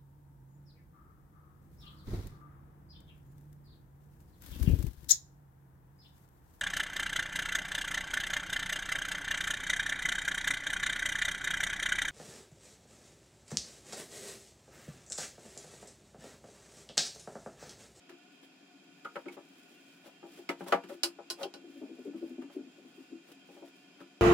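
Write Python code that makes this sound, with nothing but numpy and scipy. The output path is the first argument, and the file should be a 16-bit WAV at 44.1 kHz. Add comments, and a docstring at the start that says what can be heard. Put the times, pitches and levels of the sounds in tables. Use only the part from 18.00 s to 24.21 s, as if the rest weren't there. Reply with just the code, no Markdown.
"""Sorting laundry in a tiled bathroom

The ventilation rushes quietly, and cloth rustles as its fibres catch and let go. Shaken socks
push puffs of air into the room. Small things are put down with a clink. A hollow plastic basket
is dragged and knocked, and its lid snaps open with a bright crack. The sounds bounce off the
tiles and reach a phone a couple of metres away."""
import sys
import numpy as np
from scipy import signal
from scipy.fft import rfft, irfft, next_fast_len
from scipy.io import wavfile
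from scipy.ndimage import uniform_filter1d

SR = 44100
rng = np.random.default_rng(int(sys.argv[2]) if len(sys.argv) > 2 else 0)


def store_wav(level_fs):
    """Save 16-bit WAV to argv[1]."""
    pcm = np.round(np.clip(np.atleast_2d(level_fs), -1, 1) * 32767)
    wavfile.write(sys.argv[1], SR, pcm.T.astype(np.int16))


N = 273861
TIME = np.arange(N) / SR
RING_TIME = TIME[:SR // 2]  # half a second for one sound to ring out


def amp(db):
    """Turn decibels into a gain."""
    return 10 ** (np.asarray(db) / 20)


def unit(x):
    """Scale a sound to an average (rms) level of 1."""
    return x / np.sqrt(np.mean(x ** 2))


def short_rms(x):
    """Level of the loudest 25 ms."""
    return np.sqrt(uniform_filter1d(np.mean(x ** 2, axis=0), 1100).max())


def colour(x, points):
    """Shape the tone along (pitch_hz, gain_db) points."""
    n = 2 * next_fast_len(x.shape[-1] // 2 + SR // 20)
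    hz, db = np.transpose(points)
    bin_hz = np.arange(n // 2 + 1) * SR / n
    gain = amp(np.interp(np.log(bin_hz + 1), np.log(hz), db))
    cepstrum = irfft(np.log(gain))
    cepstrum[1:n // 2] *= 2  # folded forward in time, so nothing rings before its cause
    cepstrum[n // 2 + 1:] = 0
    return irfft(rfft(x, n) * np.exp(rfft(cepstrum)))[..., :x.shape[-1]]


def butter(x, hz, kind, order=2):
    """Keep the lows, the highs or a band between."""
    return signal.sosfilt(signal.butter(order, hz, kind, fs=SR, output="sos"), x)


def fade(ring_s):
    """Die away by 60 dB in ring_s seconds."""
    return amp(-60 * RING_TIME / ring_s)


def swell(t, swell_s, fade_s):
    """One movement of the hand: it gathers until t = 0, then dies away."""
    return np.exp(-(t / np.where(t < 0, swell_s, fade_s)) ** 2)


def wander(per_s):
    """A smooth random drift, roughly between -1 and 1."""
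    hold = int(SR / per_s)
    steps = np.repeat(rng.standard_normal(N // hold + 1), hold)
    return uniform_filter1d(steps, hold)[:N]


def clicks(per_s, scatter_db):
    """Tiny random clicks, most weak and a few strong."""
    signed = (rng.random((1, N)) < per_s / SR) * rng.choice([-1, 1], N)
    return signed * amp(scatter_db * np.minimum(rng.exponential(size=N), 4))


def add(out, start_s, sound):
    """Mix a sound in at start_s."""
    start = int(start_s * SR)
    sound = sound[:, max(-start, 0):out.shape[1] - start]
    out[:, max(start, 0):max(start, 0) + sound.shape[1]] += sound


# How wide the sound is between the two microphones: pitch_hz, side_minus_mid_db
STEREO_WIDTH = [(150, -32.5), (350, -11.5), (700, -2), (1400, -5), (2800, -1), (6000, 1.5)]
def diffuse(n):
    """Noise from all sides: alike left and right in the bass, unrelated in the treble."""
    mid, side = rng.standard_normal((2, n))
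    side = colour(side, STEREO_WIDTH)
    return unit(np.array([mid + side, mid - side]))


def tiles(low_ring_s, high_ring_s, direct):
    """A direct click in both channels, then dense echoes; lows and treble each fade at their own rate."""
    noise = diffuse(len(RING_TIME))
    low = butter(noise, 1860, "low")
    out = low * fade(low_ring_s) + (noise - low) * fade(high_ring_s)
    out[:, 0] += direct
    return out


def ring(tones, build_s, lag_s, lead_s=0.00003, vary_db=4, build_cycles=0.38):
    """Tones build up between the walls, low ones last, and fade; each comes from its own direction."""
    out = 0
    for k, (hz, db, ring_s) in enumerate(tones):
        lag = (lead_s + lag_s * (2 * rng.random() - 1)) * np.array([[1], [-1]])
        size = amp(db + vary_db * rng.standard_normal())  # no two blows land on the same spot
        build = 1 - np.exp(-RING_TIME / (build_s + build_cycles / hz))
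        tone = np.sin(2 * np.pi * hz * (RING_TIME + lag))
        out = out + (-1) ** k * size * build * fade(ring_s) * tone
    return unit(out)


def hollow(x, hz, width_hz, db):
    """The hollow nearest the contact swells after it and rings on."""
    return x + amp(db) * signal.lfilter(*signal.iirpeak(hz, hz / width_hz, fs=SR), x)


def tilt(hardness_db):
    """A harder contact lifts the top three of five pitch ranges by one, two and three steps."""
    return hardness_db * np.array([0, 0, 1, 2, 3])


# Borders of the five pitch ranges of a blow (thump, body, clack, edge, tick): pitch_hz
RANGE_EDGES = [150, 450, 1000, 2200, 6000, 15000]
def strike(body, range_db):
    """Where and how hard a blow lands decides how strongly each pitch range answers."""
    edges = np.transpose([RANGE_EDGES[:-1], RANGE_EDGES[1:]])
    centre_hz = np.sqrt(edges.prod(axis=1))
    for _ in range(2):
        levels = np.array([short_rms(butter(body, band, "band", order=4)) for band in edges])
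        body = colour(body, np.transpose([centre_hz, range_db - 20 * np.log10(levels)]))
    return body


# Tone of the rushing air: pitch_hz, gain_db
AIR_COLOUR = [(18, -70), (30, -70), (70, -31), (115, -25), (165, -10), (215, -11.5), (280, -1), (449, -18),
              (721, -12.5), (822, -18.5), (1430, -20), (2010, -20.5), (2480, -16.5), (2900, -29.5),
              (3220, -18.5), (3870, -22.5), (12300, -40.5), (16000, -49)]
# Pitches at which the ventilation rings: pitch_hz, rough_width_hz, level_db
DUCT_TONES = [(184.4, 46, -71.5), (277.6, 24.7, -65.5), (346.6, 44, -72), (393, 23, -76.5),
              (716, 30, -74.5), (1458, 61, -74.5), (1738, 18, -80.5), (2431, 95, -71), (2537, 70, -72.5),
              (2754, 25, -74), (3170, 32, -75.5), (3110, 320, -75.5), (4935, 500, -77), (7010, 860, -77.5)]
def ventilation(rush_db=-64.5, waver_db=1.5):
    """A steady rush of air with narrow ringing bands, each wavering a little in level."""
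    out = amp(rush_db) * unit(colour(diffuse(N), AIR_COLOUR))
    noise = diffuse(N)
    for hz, rough_width_hz, db in DUCT_TONES:
        b, a = signal.iirpeak(hz, hz / (1.16 * rough_width_hz), fs=SR)
        band = signal.lfilter(b, a, signal.lfilter(b, a, noise))
        out += amp(db) * unit(band * amp(waver_db * wander(per_s=6)))
    return out


# Tone of rubbing cloth: pitch_hz, gain_db
CLOTH_COLOUR = [(120, -6.5), (300, 12.5), (700, -8.5), (1500, -2.5), (3000, -1), (6000, -10.5),
                (10000, -11.5), (15000, -15)]
# Cloth pulled over cloth: peak_s, swell_s, fade_s, level_db
CLOTH_STROKES = [(.35, .02, .015, -72), (.436, 0.0094, 0.022, -62), (1.0, 0.048, .03, -80),
                 (1.21, 0.18, 0.036, -70.5), (1.334, 0.017, 0.023, -57.5), (1.7, 0.26, 0.35, -67.5),
                 (2.068, 0.016, 0.04, -65.5), (2.36, 0.069, 0.077, -61), (2.61, 0.017, 0.036, -57),
                 (2.685, 0.01, 0.066, -51), (2.895, 0.0073, 0.011, -57), (2.945, 0.014, 0.022, -73),
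                 (3.73, 0.041, 0.12, -67.5), (4.0, .06, 0.054, -72.5), (4.065, 0.023, .025, -70),
                 (4.175, .025, .025, -66.5), (4.27, 0.05, 0.054, -67.5), (4.42, 0.0087, 0.016, -75),
                 (4.535, 0.018, 0.035, -63.5), (4.76, .04, 0.034, -81), (5.0, 0.15, 0.08, -69.5),
                 (5.3, 0.045, 0.049, -65.5), (5.318, 0.001, 0.011, -56), (5.54, 0.05, 0.027, -75),
                 (5.68, 0.033, 0.018, -66.5), (5.82, 0.074, 0.031, -72.5), (6.012, 0.0065, .025, -67)]
def rustle(fibres_per_s=800, creases_per_s=110, crease_db=-11, fidget_db=-77, sleeve_db=-12, folds=10):
    """Fibres catch and let go in dense tiny clicks; creases give way with crisper ones."""
    # The sleeves never rest, and they brush along with every scrape of the basket.
    sleeves = [(s, swell_s, fade_s, db + sleeve_db) for s, swell_s, fade_s, db, *_ in BASKET_SCRAPES]
    effort = amp(fidget_db)
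    for peak_s, swell_s, fade_s, db in list(CLOTH_STROKES) + sleeves:
        effort = effort + amp(db) * swell(TIME - peak_s, swell_s, fade_s)
    fibres = creases = 0
    for _ in range(folds):  # each fold of cloth has its own echoes
        echoes = tiles(low_ring_s=0.2, high_ring_s=0.1, direct=5)
        catches = clicks(fibres_per_s / folds, scatter_db=1.5)
        fibres = fibres + signal.oaconvolve(catches, echoes, axes=1)[:, :N]
        buckles = clicks(creases_per_s / folds, scatter_db=4)
        creases = creases + signal.oaconvolve(buckles, echoes * fade(0.078), axes=1)[:, :N]
    crackle = unit(butter(colour(creases, CLOTH_COLOUR), 5440, "high"))
    cloth = unit(colour(fibres, CLOTH_COLOUR)) + amp(crease_db) * crackle
    flicker = amp(-0.8 * wander(per_s=41))
    return cloth * effort * flicker


# Low tones that ring between the tiled walls: pitch_hz, relative_db, ring_s
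ROOM_TONES = [(190, -22, 0.12), (257.5, -0.5, 0.16), (282.8, -3.5, 0.16), (332.2, 0.5, 0.19),
              (386.6, -3, 0.089), (460, -4.5, 0.061), (572, -6.5, 0.059), (696, -16, 0.082)]
# Swings of a shaken sock: peak_s, length_s, relative_db, dull_above_hz
SOCK_SWINGS = [(3.661, 0.054, -51, 314), (3.767, 0.023, -50, 334), (3.821, 0.011, -42.5, 514),
               (3.9, 0.028, -46, 413), (3.988, 0.017, -46.5, 450), (4.053, 0.0051, -44.5, 520),
               (4.075, 0.019, -41, 305), (4.143, 0.0068, -40.5, 326), (4.229, 0.015, -37, 384),
               (4.316, 0.03, -45, 342), (4.38, 0.0019, -39.5, 395), (4.436, 0.043, -50, 281),
               (4.564, 0.016, -38, 300), (4.585, 0.0085, -45, 258), (4.663, 0.0064, -52.5, 296),
               (4.785, 0.018, -56.5, 290), (4.844, 0.012, -53, 298), (4.984, 0.021, -51, 315),
               (5.121, 0.021, -44.5, 288)]
def sock_flaps(push_db=-3, push_lead=0.357, walls_db=-9, gain_db=0.9):
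    """Swinging cloth flutters, then goes taut with one push of air that wakes the room's low tones."""
    out = np.zeros((2, N))
    t = RING_TIME - RING_TIME.mean()
    for peak_s, length_s, db, dull_hz in SOCK_SWINGS:
        puff = rng.standard_normal(len(t)) * swell(t, length_s, length_s)
        puff /= np.linalg.norm(puff)
        puff[np.searchsorted(t, -push_lead * length_s)] += amp(push_db)  # just before the peak
        echoes = tiles(low_ring_s=0.43, high_ring_s=0.021, direct=7.5)
        walls = unit(colour(echoes, [(130, -3), (260, 8), (600, -1.5), (2000, -15)]))
        room = ring(ROOM_TONES, build_s=0.0012, lag_s=0.00008) + amp(walls_db) * walls
        sound = butter(signal.fftconvolve(puff[None], room), dull_hz, "low")
        sound = butter(sound, 205, "high", order=5)  # a small cloth cannot push deep bass
        add(out, peak_s + t[0], sound * amp(db) / short_rms(sound))
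    return amp(gain_db) * out


# The close tones of one small hollow thing: pitch_ratio, relative_db
CLINK_TONES = [(.91, 8), (.955, 9), (1.001, 2.5), (1.081, 8.5), (1.13, -7)]
# Small hollow things being bumped: start_s, pitch_hz, level_db, ring_s
CLINK_HITS = [(1.051, 1318, -39.5, 0.14), (1.157, 2110, -50, 0.031), (1.162, 1406, -43.5, 0.046),
              (1.283, 2320, -48.5, 0.081), (2.49, 2168, -36.5, 0.055), (2.49, 4950, -49, 0.022),
              (2.728, 1255, -30, 0.033), (3.431, 4100, -47, 0.044), (3.432, 2894, -43.5, 0.096),
              (6.011, 1380, -60, 0.048)]
def clinks():
    """A small hollow thing rings with close tones that beat against each other and die quickly."""
    out = np.zeros((2, N))
    for start_s, hz, db, ring_s in CLINK_HITS:
        tones = [(ratio * hz, tone_db, ring_s) for ratio, tone_db in CLINK_TONES]
        sound = ring(tones, build_s=0.00066, lag_s=0.00008)
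        add(out, start_s, sound * amp(db) / short_rms(sound))
    return out


# Tones of the basket and the air around it, scraped or knocked: pitch_hz, relative_db, ring_s
BASKET_TONES = [(184.5, -5.5, 0.177), (282.4, -1, 0.18), (342.9, 1, 0.25), (384, 2, 0.095),
                (481, -6.5, 0.2), (556, -1.5, 0.12), (577.8, 6, 0.12), (676, -2, 0.17), (807, 7.5, 0.12),
                (929, 0.5, 0.17), (997, -6.5, 0.19), (1173, -2, 0.14), (1298, 4, 0.11), (1450, -4.5, 0.12),
                (1650, -13, 0.082), (1800, -13, 0.046), (2017, -10.5, 0.14), (2390, -18, 0.3),
                (2410, -18, 0.11), (2980, -3, 0.079)]
# Tone of the crack when something touches the basket: pitch_hz, gain_db
CRACK_COLOUR = [(60, 0), (120, -7), (400, 6), (900, 3), (1500, 0.5), (3000, -7.5), (6000, -25),
                (15000, -39.5)]
# Plastic and sleeves dragged over plastic:
# peak_s, swell_s, fade_s, level_db, thin_below_hz, dull_above_hz, hollow_hz
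BASKET_SCRAPES = [(0.112, 0.014, 0.024, -59.5, 263, 2800, 356), (2.065, 0.028, 0.028, -55, 302, 1130, 530),
                  (2.389, 0.018, 0.0092, -48, 258, 590, 354), (2.675, 0.011, 0.035, -47, 240, 1200, 469),
                  (2.924, 0.034, 0.037, -46, 292, 517, 332), (3.412, 0.027, 0.026, -38.5, 450, 800, 551),
                  (3.439, 0.015, 0.017, -39.5, 320, 467, 381), (5.549, 0.057, 0.067, -57.5, 230, 540, 334),
                  (6.014, 0.03, 0.012, -61, 228, 1400, 1320)]
def basket_scrapes(slips_per_s=700, scatter_db=-2.5, walls_db=-1):
    """Dragged plastic sticks and slips in uneven little jerks that shake the basket."""
    out = np.zeros((2, N))
    t = RING_TIME - RING_TIME.mean()
    for peak_s, swell_s, fade_s, db, thin_hz, dull_hz, hollow_hz in BASKET_SCRAPES:
        slips = (rng.random(len(t)) < slips_per_s / SR) * amp(scatter_db * rng.standard_normal(len(t)))
        force = slips * swell(t, swell_s, fade_s)
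        body = ring(BASKET_TONES, build_s=0.00059, lag_s=0.00009) * fade(0.32)  # rubbing damps the ring
        walls = unit(colour(tiles(low_ring_s=0.008, high_ring_s=0.14, direct=0.45), CRACK_COLOUR))
        sound = signal.fftconvolve(force[None], body + amp(walls_db) * walls)
        sound = butter(sound, dull_hz, "low", order=3)
        sound = butter(sound, thin_hz, "high", order=4)
        sound = hollow(sound, hollow_hz, width_hz=35, db=10)
        add(out, peak_s + t[0], sound * amp(db) / (short_rms(sound) + 1e-12))
    return out


# Tones of the plastic lid: pitch_hz, relative_db, ring_s
LID_TONES = [(278.3, 1.5, 0.39), (344.3, 7, 0.16), (401.6, 5.5, 0.23), (563, 1.5, 0.16), (650, 2, 0.11),
             (816, 11.5, 0.12), (1047, 11, 0.13), (1448, 20, 0.069), (1486, 13.5, 0.13),
             (2853, 21.5, 0.085), (2940, 36, 0.06), (3340, 19, 0.15), (4040, 31, 0.094), (4200, 13, 0.089),
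             (4370, 14, 0.1), (4560, 15, 0.057), (4700, 32, 0.07), (4830, 22, 0.13), (5060, 26.5, .14),
             (5400, 27, 0.11), (5600, 17, 0.071), (7640, 22, 0.1), (9000, 14, .08)]
# Tone of the lid's crack: pitch_hz, gain_db
SNAP_COLOUR = [(150, -20.5), (800, -20), (1400, -14.5), (2000, -16.5), (2900, -2), (3500, -10), (4200, 1.5),
               (5200, 3.5), (6200, -4.5), (9500, -1.5), (15000, -14.5)]
# Snaps of the hinge and catch: start_s, relative_db, hardness_db
LID_SNAPS = [(3.0334, -40.5, 1.24), (3.3011, -48, 0.75), (3.431, -47.5, -3.5), (3.539, -53, -4)]
def lid_snaps(crack_db=8, tick_db=1.5, range_db=(1.5, -0.5, 1.5, 14, 8), gain_db=-2):
    """The lid lets go all at once with a bright crack, then its panel hums briefly."""
    out = np.zeros((2, N))
    for start_s, db, hardness_db in LID_SNAPS:
        crack = tiles(low_ring_s=0.21, high_ring_s=0.13, direct=1.8)
        crack *= 1 + 0.59 * fade(0.27)  # strongest off the nearest walls
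        body = ring(LID_TONES, build_s=0.0064, lag_s=0.00007)
        body += amp(crack_db) * unit(colour(crack, SNAP_COLOUR))
        catch_tick = unit(butter(diffuse(len(RING_TIME)) * fade(0.011), [4000, 5700], "band"))
        body = butter(body + amp(tick_db) * catch_tick, 270, "high", order=4)  # a light lid has no bass
        body = hollow(body, hz=343, width_hz=20, db=4)  # the panel's hum
        add(out, start_s, amp(db) * strike(body, range_db + tilt(hardness_db)))
    return amp(gain_db) * out


# Things put down and bumps of the basket:
# start_s, relative_db, extra_thump_db, hardness_db, hollow_hz, hollow_db
BASKET_KNOCKS = [(0.092, -60.5, 6, 4, 345, 5), (1.047, -50.5, -4, 1, 550, -11),
                 (1.156, -40.5, -8, -2.5, 538, 9), (1.257, -51.5, 9.5, -3, 366, 14.5),
                 (1.282, -57, 5.5, 2, 358, 11), (1.368, -49, -4, -7.5, 343, 3),
                 (2.228, -53.5, 3.5, -6.5, 328, 6), (2.25, -56.5, -9, -14, 397, 8),
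                 (2.49, -38.5, 1.5, 2, 370, -27), (2.607, -44, -1, -6, 324, -10),
                 (2.662, -47, -6, -7, 680, -7), (2.722, -23, -12, -2.5, 683, 4),
                 (2.743, -34.5, -7, -11, 780, 1), (2.836, -58.5, 8, 3, 335, 2),
                 (2.895, -43, -9.5, -10.5, 563, 16), (3.186, -45.5, -7, -10.5, 546, -27),
                 (3.412, -46.5, -16, -7, 566, 1), (4.133, -57.5, -9.5, -11, 560, 4),
                 (4.418, -57.5, 0, 0, 1230, -5), (4.497, -58.5, -7, -4, 680, 7),
                 (5.283, -64.5, 4, -8, 494, 3), (5.486, -57, 0, -16, 564, 1),
                 (5.565, -57.5, -4.5, -10, 570, 6), (5.62, -50, -1.5, -19, 338, 9),
                 (6.003, -58, 7, 0.5, 1270, -3)]
def basket_knocks(crack_db=-1, settle_s=0.00051, bounce_s=0.0044, thud_db=-25, gain_db=-2):
    """Light plastic lands, touches again and rings in the room; the floor answers with a faint thud."""
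    out = np.zeros((2, N))
    for start_s, db, extra_thump_db, hardness_db, hollow_hz, hollow_db in BASKET_KNOCKS:
        crack = tiles(low_ring_s=0.15, high_ring_s=0.13, direct=3) * (1 - np.exp(-RING_TIME / settle_s))
        add(crack, bounce_s, 0.42 * tiles(low_ring_s=0.07, high_ring_s=0.038, direct=5))
        body = ring(BASKET_TONES, build_s=0.0065, lag_s=0.00007)
        body += amp(crack_db) * unit(colour(crack, CRACK_COLOUR))
        body = hollow(body, hollow_hz, width_hz=40, db=hollow_db)
        range_db = [3.5 + extra_thump_db, 0, 1, -4.5, -15.5] + tilt(hardness_db)
        knock = strike(butter(body, 155, "high", order=3), range_db)
        thud = butter(diffuse(len(RING_TIME)) * fade(0.12), 70, "low")
        add(out, start_s, amp(db) * (knock + amp(thud_db) * thud / short_rms(thud)))
    return amp(gain_db) * out


def scene():
    """The basket, the small things and the cloth, over the ventilation."""
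    handling = basket_knocks() + clinks() + lid_snaps() + basket_scrapes() + sock_flaps()
    return handling + rustle() + ventilation()


# How the phone's two microphones differ in tone: pitch_hz, left_minus_right_db
MIC_BALANCE = [(180, 1.5), (320, 4), (700, 4), (1300, 0), (2500, -2), (5000, -0.5), (12000, 0)]
def record(dry, bass_hz=118, top_hz=15900):
    """The phone colours left and right a little differently, thins the bass and cuts the top."""
    left = colour(dry[0], [(hz, db / 2) for hz, db in MIC_BALANCE])
    right = colour(dry[1], [(hz, -db / 2) for hz, db in MIC_BALANCE])
    thinned = butter(np.array([left, right]), bass_hz, "high")
    return signal.sosfilt(signal.ellip(8, 0.2, 70, top_hz, fs=SR, output="sos"), thinned)


dry = scene()
out = record(dry)
store_wav(out)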